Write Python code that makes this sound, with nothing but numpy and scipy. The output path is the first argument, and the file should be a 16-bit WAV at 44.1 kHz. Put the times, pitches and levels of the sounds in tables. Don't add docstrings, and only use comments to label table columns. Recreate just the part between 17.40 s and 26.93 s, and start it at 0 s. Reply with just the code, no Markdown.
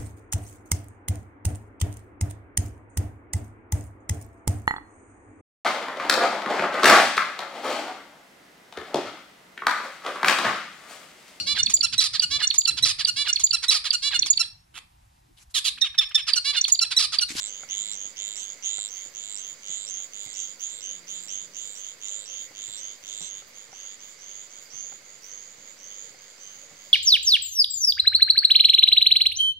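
import sys
import numpy as np
from scipy import signal
from scipy.fft import rfft, irfft, next_fast_len
from scipy.io import wavfile
from scipy.ndimage import uniform_filter1d

SR = 44100
rng = np.random.default_rng(int(sys.argv[2]) if len(sys.argv) > 2 else 0)


def generate_wav(signal):
    frames = np.transpose(np.atleast_2d(signal))
    scaled = np.clip(frames, -1, 1) * 32767
    pcm = np.round(scaled).astype(np.int16)
    wavfile.write(sys.argv[1], SR, pcm)


def to_linear_factor(level_db):
    exponent = np.asarray(level_db, float) / 20
    return 10 ** exponent


N = 420261
T = np.arange(N) / SR


def unit(x):
    return x / np.sqrt(np.mean(x ** 2))


def colour(x, gain):
    n = next_fast_len(N)
    hz = np.arange(n // 2 + 1) * SR / n + 1e-3
    return irfft(rfft(x, n) * gain(hz), n)[..., :N]


def on_log(table, hz):
    points = np.array(table)
    return np.interp(np.log(hz), np.log(points[:, 0]), points[:, 1])


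def walk(rate):
    k = int(SR / rate)
    held = np.repeat(rng.standard_normal(N // k + 1), k)
    return 1.28 * uniform_filter1d(uniform_filter1d(held, k), k)[:N]


def pan(x, db):
    return x * to_linear_factor(np.array([[db / 2], [-db / 2]]))


def add(out, x, s):
    i = int(round(s * SR))
    a, b = max(i, 0), min(i + x.shape[-1], N)
    if b > a:
        out[..., a:b] += x[..., a - i:b - i]


def leaves(t60=.11, sparse_db=2.5):
    t = np.arange(12000) / SR
    echo = rng.standard_normal((2, 12000)) * to_linear_factor(sparse_db * rng.exponential(1, (2, 12000)))
    fade = to_linear_factor(-60 * t / t60) + .7 * np.exp(-t / .006)
    echo = echo * fade * np.clip(t / .0015, 0, 1)
    return echo / np.sqrt(np.sum(echo ** 2, axis=1, keepdims=True))


def scatter(sent):
    share = np.array([walk(2.5) for _ in range(3)])
    share = share / np.sqrt(np.sum(share ** 2, axis=0))
    return sum(signal.oaconvolve(sent * part, leaves(), axes=1)[:, :N] for part in share)


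# (t/s, half tone level/dB, third level/dB)
FACING = [(0, 2.5, 8), (1.5, 0, 4), (3, 0, 18), (4.501, 3, 16), (5.9, 3.5, 16), (6.3, 4, -3),
          (7.5, -2.5, -3), (9.53, 6, -3)]


def singer(calls, voice, course):
    top_hz, half_db, third_db, left_db = voice
    climb, scoop, scoop_s, slow, lag_ms, rise_ms, leaves_db, attack = course
    tone, under = np.zeros(N + SR), np.zeros(N + SR)
    n = np.arange(400)
    u = n / SR * 500 / rise_ms
    shape = (u * np.exp(1 - u)) ** 4
    scrape = colour(rng.standard_normal(N), lambda f: 1 / (1 + ((f - top_hz) / 2200 * 2) ** 4))
    rasp = np.tile(to_linear_factor(-24) * unit(scrape), 2)
    when, half_gain_db, third_gain_db = np.transpose(FACING)
    for s, length, rate_hz, early_db, late_db in calls:
        chance = rng.standard_normal((40, 4))
        k = np.arange(int(round(length * rate_hz)) + 1)
        k_chance = chance[k]
        since = (k + slow * 8 * (1 - np.exp(-k / 8))) / rate_hz
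        rise = 1 - climb * (1 - since / length) - scoop * np.exp(-since / scoop_s)
        hz = top_hz * rise * (1 + .012 * k_chance[:, 0])
        swell_db = np.interp(since / length, [.25, .8], [early_db, late_db]) + 1.2 * k_chance[:, 1]
        swell_db = swell_db - 12 * np.exp(-k / attack) - 10 * np.exp((k - k[-1]) / 2.5)
        size = to_linear_factor(swell_db)[:, None] * shape
        turn = 2 * np.pi * (hz[:, None] * n / SR / 2 + k_chance[:, 2:3])
        start_s = s + since + (.1 * k_chance[:, 3] - 2 * rise_ms) / 1000
        at = (start_s * SR).astype(int)[:, None] + n
        third_amp = to_linear_factor(third_db + np.interp(s, when, third_gain_db)) * 1.34
        half_amp = to_linear_factor(half_db + np.interp(s, when, half_gain_db) + 4)
        np.add.at(tone, at, size * (np.sin(2 * turn) + rasp[at] + third_amp * shape * np.sin(3 * turn)))
        np.add.at(under, at, size * half_amp * shape ** 1.1 * np.sin(turn))
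    tone = tone[:N] * to_linear_factor(1.2 * walk(22))
    under = under[:N] * to_linear_factor(1.2 * walk(16))
    left = np.interp(T - lag_ms / 1000, T, to_linear_factor(left_db) * tone + to_linear_factor(-5) * under)
    sent = np.array([to_linear_factor(-10) * tone + to_linear_factor(-7) * under, tone + to_linear_factor(-8) * under])
    wet = scatter(sent)
    hidden_db = np.interp(T, [1.6, 4.2], [.8, 3.5])
    direct = np.array([left, tone + under])
    return to_linear_factor(-hidden_db / 2) * direct + to_linear_factor(leaves_db + hidden_db / 2) * wet


# (first burst t/s, length/s, burst rate f/Hz, early peak level/dB, late peak level/dB)
HIGH_CALLS = [(-0.1726, 0.26, 103.6, -32, -16.5), (0.2932, 0.26, 104, -20.5, -16),
              (0.7624, 0.29, 103.4, -19, -20.5), (1.2256, 0.26, 103.2, -16.5, -14.5),
              (1.7404, 0.27, 103.1, -20.5, -19), (2.224, 0.28, 102.2, -21, -20),
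              (2.7252, 0.27, 103, -20.5, -27), (3.1944, 0.26, 103.7, -26, -23.5),
              (3.6708, 0.29, 103.3, -23.5, -26), (4.137, 0.26, 102.5, -23.5, -26),
              (4.6054, 0.26, 102.4, -21.5, -22), (5.1416, 0.26, 102.9, -23.5, -19.5),
              (5.6292, 0.25, 102.2, -25, -20)]
# (top pitch f/Hz, half tone level/dB, third level/dB, left level/dB)
HIGH_VOICE = (7547, -11.5, -46.5, -60.5)
# (slow climb/top, opening scoop/top, scoop t/s, slowness of first bursts,
# left lag/ms, burst rise/ms, leaves level/dB, attack/bursts)
HIGH_COURSE = (.085, .09, .035, .02, .125, .47, -7.5, 1.0)


def high_singer():
    return singer(HIGH_CALLS, HIGH_VOICE, HIGH_COURSE)


# (start t/s, length/s, level/dB)
JOINS = [(0.023, 0.041, -60), (0.22, 0.33, -56), (0.726, 0.15, -60), (0.943, 0.036, -55),
         (1.17, 0.042, -57), (1.258, 0.11, -62), (1.567, 0.053, -55), (2.29, 0.036, -63),
         (2.868, 0.046, -55.5), (5.06, 0.04, -58), (5.361, 0.024, -59), (5.782, 0.064, -62),
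         (8.265, 0.038, -56)]


def joins():
    power = 1
    for s, length, db in JOINS:
        inside_s = np.minimum(T - s, s + length - T)
        fade = np.clip(inside_s / .025 + 1, 0, 1)
        power = power + to_linear_factor(2 * (db + 63.5)) * fade ** 2
    return 10 * np.log10(power) - 2.5


# (f/Hz, width f/Hz, level/dB, chirp rate f/Hz, chirp length/ms, left minus right level/dB)
CHORUS = [(2137, 380, -63, 330, 11, -9.5), (4786, 720, -60, 510, 3.2, -6), (9870, 1300, -74, 450, 3, -7),
          (6777, 1800, -65, 870, 4.2, -26.5), (526, 168, -68, 65, 25, 1.5)]
# (f/Hz, likeness 0-1)
ALIKE = [(30, 0), (130, 0.56), (300, 0.73), (700, 0.59), (1400, 0.3), (3000, 0.16)]


def chorus():
    out = 0
    for k, (hz, width_hz, db, rate, chirp_ms, pan_db) in enumerate(CHORUS):
        starts = (rng.random((2, N)) < rate / SR) * to_linear_factor(rng.exponential(1, (2, N)))
        gate = uniform_filter1d(starts, max(int(chirp_ms * SR / 1000), 1), axis=1)
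        hiss = rng.standard_normal((2, N)) * (np.sqrt(np.abs(gate) / gate.mean()) + .5)
        band = colour(hiss, lambda f: 1 / (1 + ((f - hz) / (width_hz / 2)) ** 4))
        band[0] += 2.6 * max(on_log(ALIKE, hz), 0) * band[1]
        drift_db = joins() if k == 0 else .5 * walk(2.5)
        level = to_linear_factor(db + drift_db + 1.3 * walk(10))
        out = out + pan(np.array([unit(v) for v in band]) * level, pan_db)
    return out


# (f/Hz, level/dB per Hz)
AIR = [(15, -11), (25, -43), (53, -7), (545, -5), (863, -8.5), (2110, -3), (2690, -7), (4740, -5.5),
       (5570, -15), (6740, -3.5), (9070, -25.5), (10100, -23.5), (16000, -29)]


def air():
    def likeness(f):
        return np.clip(on_log(ALIKE, f), -.99, .99)

    mid, side = rng.standard_normal((2, N))
    mid = colour(mid, lambda f: to_linear_factor(on_log(AIR, f)) * np.sqrt(1 + likeness(f)))
    side = colour(side, lambda f: to_linear_factor(on_log(AIR, f)) * np.sqrt(1 - likeness(f)))
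    both = unit(np.array([mid + side, mid - side])) * to_linear_factor(-54)
    low = colour(both, lambda f: 1 / (1 + (f / 350) ** 4))
    return low * to_linear_factor(1.1 * walk(11)) + pan((both - low) * to_linear_factor(0.22 * walk(3.7)), -1.6)


# (f/Hz, level/dB)
GRASS = [(500, -30), (3000, -12), (7500, -12), (9000, -17), (11000, -7), (15500, 0)]
# (middle t/s, level/dB, half length/s)
SWISH = [(.37, -62, .1), (.88, -57, .015), (1.0, -63, .08), (1.55, -59, 0.1), (1.73, -62, .04),
         (1.908, -65, .06), (2.094, -58, 0.037), (2.65, -60, .04), (2.845, -53, .014), (3.05, -62, .06),
         (3.214, -53, .018), (3.394, -63, .04), (3.71, -60, .04), (3.84, -56, 0.022), (4.3, -60, 0.11),
         (4.4, -58, 0.017), (4.67, -64, 0.067), (5.04, -60, 0.091), (5.307, -60, .06), (5.64, -61, .06),
         (5.785, -62, 0.044), (6.0, -61, 0.018), (6.09, -54, .015), (6.4, -66, 0.03), (6.68, -59, 0.043),
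         (7.25, -57, 0.031), (7.85, -56, 0.033), (8.503, -65, 0.19), (9.16, -62, .05), (9.47, -61, .06)]


def swish():
    grains = rng.standard_normal((2, N)) * to_linear_factor(1.9 * rng.exponential(1, N))
    bright = colour(grains, lambda f: to_linear_factor(on_log(GRASS, f)))
    power = to_linear_factor(2 * (-64.5 + 1.1 * walk(30.5)))
    for s, db, half in SWISH:
        power = power + to_linear_factor(2 * db) * np.exp(-((T - s) / half) ** 2)
    return pan(unit(bright) * np.sqrt(power), -5.0)


LOW_CALLS = [(0.0638, 0.18, 99.5, -22.5, -24), (0.522, 0.19, 100.0, -20.5, -22.5),
             (0.9586, 0.18, 100.0, -20.5, -22.5), (1.487, 0.19, 99.2, -23, -20),
             (1.9646, 0.17, 99.5, -20.5, -20.5), (2.467, 0.19, 98.0, -19.5, -20),
             (2.9396, 0.2, 99.0, -17.5, -23.5), (3.409, 0.18, 99.5, -18.5, -21.5),
             (3.8832, 0.17, 100.2, -18, -21.5), (4.3536, 0.18, 100.0, -21, -22),
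             (4.858, 0.2, 99.2, -19.5, -21), (5.3708, 0.19, 100.8, -22.5, -26),
             (5.8082, 0.21, 100.0, -23.5, -24), (6.319, 0.23, 99.5, -26, -25), (6.79, 0.27, 99.5, -27, -27),
             (7.3044, 0.28, 99.8, -23, -28), (7.8228, 0.33, 100.0, -26.5, -31),
             (8.3804, 0.33, 100.0, -28, -29), (8.9818, 0.36, 99.8, -29, -39)]
LOW_VOICE = (6960, -14.5, -56.5, -15)
LOW_COURSE = (.115, .085, .012, .05, .12, .6, -3, 2.6)


def low_singer():
    return singer(LOW_CALLS, LOW_VOICE, LOW_COURSE)


# (t/s, level/dB, left minus right level/dB)
TICKS = [(0.234, -46.5, 4), (1.385, -45, 6), (2.601, -50, 4), (5.115, -54, 7), (6.023, -55.5, 4),
         (6.33, -52.5, 6), (6.452, -57, -1.5), (6.994, -60, -0.5), (7.524, -49, 8), (8.745, -61, 25)]
# (f/Hz, time to fall 60 dB t/s, level/dB)
CLIP_MODES = [(783, 0.028, 8), (1410, 0.018, 11), (2100, 0.038, 2.5), (1050, .015, -4)]


def ticks():
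    out, u = np.zeros((2, N)), np.arange(4000) / SR
    for s, db, pan_db in TICKS:
        ring = 0
        for (hz, t60, mode_db), c in zip(CLIP_MODES, rng.standard_normal((4, 2))):
            fall = to_linear_factor(mode_db + 3.1 * c[0] - 60 * u / t60)
            ring = ring + fall * np.sin(2 * np.pi * hz * (1 + 0.034 * c[1]) * u)
        add(out, pan(to_linear_factor(db - 5.0) * ring, pan_db), s)
        add(out, pan(to_linear_factor(db - 20.0) * ring, pan_db), s + 0.00526)
    return out


# (t/s, f/Hz, level/dB)
HUM = [
    (.24, 178, -100),
    (.32, 178, -75),
    (.55, 185, -77),
    (.62, 185, -100),
    (3.44, 175, -100),
    (3.52, 175, -73),
    (3.85, 174, -74),
    (4.1, 175, -75),
    (4.25, 175, -100),
]


def hum():
    s, hz, db = np.transpose(HUM)
    turn = np.pi * np.cumsum(np.interp(T, s, hz) * (1 + 0.0042 * walk(7.7))) / SR
    orders = np.sin(2 * turn) + to_linear_factor(-17) * np.sin(turn)
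    orders = orders + to_linear_factor(-5) * np.sin(3 * turn) + to_linear_factor(-6) * np.sin(4 * turn)
    return orders * to_linear_factor(np.interp(T, s, db) + 9 + 0.56 * walk(11.0))


SHORT_CALLS = [(0.2895, 0.14, 101, -14.5, -14), (0.7698, 0.086, 102.8, -17, -42),
               (1.2296, 0.16, 100.8, -13, -23), (1.7582, 0.11, 109, -24, -41),
               (2.2746, 0.17, 100.3, -17.5, -28), (2.764, 0.29, 102.8, -36, -19),
               (3.1976, 0.16, 103.3, -18.5, -24.5), (3.6742, 0.13, 103, -20, -21.5),
               (4.1474, 0.28, 101.7, -23.5, -40), (4.663, 0.13, 101.0, -21.5, -24),
               (5.1696, 0.13, 103.7, -23, -26), (5.6694, 0.17, 103.2, -22, -28),
               (6.1348, 0.13, 104.7, -29.5, -32), (6.5946, 0.15, 102, -27.5, -29.5),
               (7.0962, 0.16, 102.5, -29, -29), (7.6222, 0.16, 101.4, -36, -32.5),
               (8.1762, 0.17, 102.5, -34.5, -30.5), (8.7796, 0.18, 100.5, -35, -37),
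               (9.3592, 0.16, 101.4, -35.5, -36)]
SHORT_VOICE = (7068, -14, -51, -9)
SHORT_COURSE = (.08, .085, .015, .05, .12, .62, -4, 1.4)


def short_singer():
    return singer(SHORT_CALLS, SHORT_VOICE, SHORT_COURSE)


# (t/s, level/dB, thump f/Hz, left minus right level/dB, fade t/s)
STEPS = [(0.409, -62, 191, -11, 0.019), (0.548, -59, 190, -1.0, 0.016), (0.651, -59.5, 286, -1, 0.026),
         (0.706, -58, 207, -0.5, 0.01), (1.141, -57, 252, -1.0, 0.017), (1.659, -58, 318, -1.5, 0.016),
         (2.294, -56, 195, -3, 0.016), (2.861, -62, 113, -21, 0.02), (3.319, -61, 305, -6, 0.012),
         (5.106, -57, 298, 1.0, 0.024), (5.281, -57.5, 109, -9, 0.02), (5.634, -66, 61.9, 10, 0.017),
         (5.808, -51.5, 176, 2, 0.021), (6.289, -63, 125, -15, 0.018), (7.182, -58, 264, 3, 0.011),
         (7.336, -62, 135, -12, 0.021), (7.515, -58.5, 191, -3.0, 0.014), (8.181, -60, 211, -2.5, 0.032),
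         (8.702, -66, 219, -4, 0.021), (8.979, -60, 418, 2.0, 0.011), (9.312, -56, 162, -3, 0.026)]


def steps():
    out, u = np.zeros((2, N)), np.arange(6000) / SR
    soil_band = signal.butter(1, [70, 450], "band", fs=SR)
    for s, db, hz, pan_db, fade in STEPS:
        soil = signal.lfilter(*soil_band, rng.standard_normal(6000))
        shape = np.clip(u / 0.0012, 0, 1) * np.exp(-u / max(fade, .003))
        thump = np.sin(2 * np.pi * hz * u)
        add(out, pan(to_linear_factor(db + 2.0) * shape * (thump + 6.6 * soil), pan_db), s)
    return out


def scene():
    insects = high_singer() + low_singer() + short_singer() + chorus()
    walker = swish() + ticks() + steps()
    return insects + air() + walker + hum()


def roll_off(x):
    return signal.sosfilt(signal.butter(12, 15770, fs=SR, output="sos"), x)


def record(dry):
    closed = colour(dry, lambda f: f < 15770)
    return roll_off(closed - .0006)


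dry = scene()
out = record(dry)
generate_wav(out)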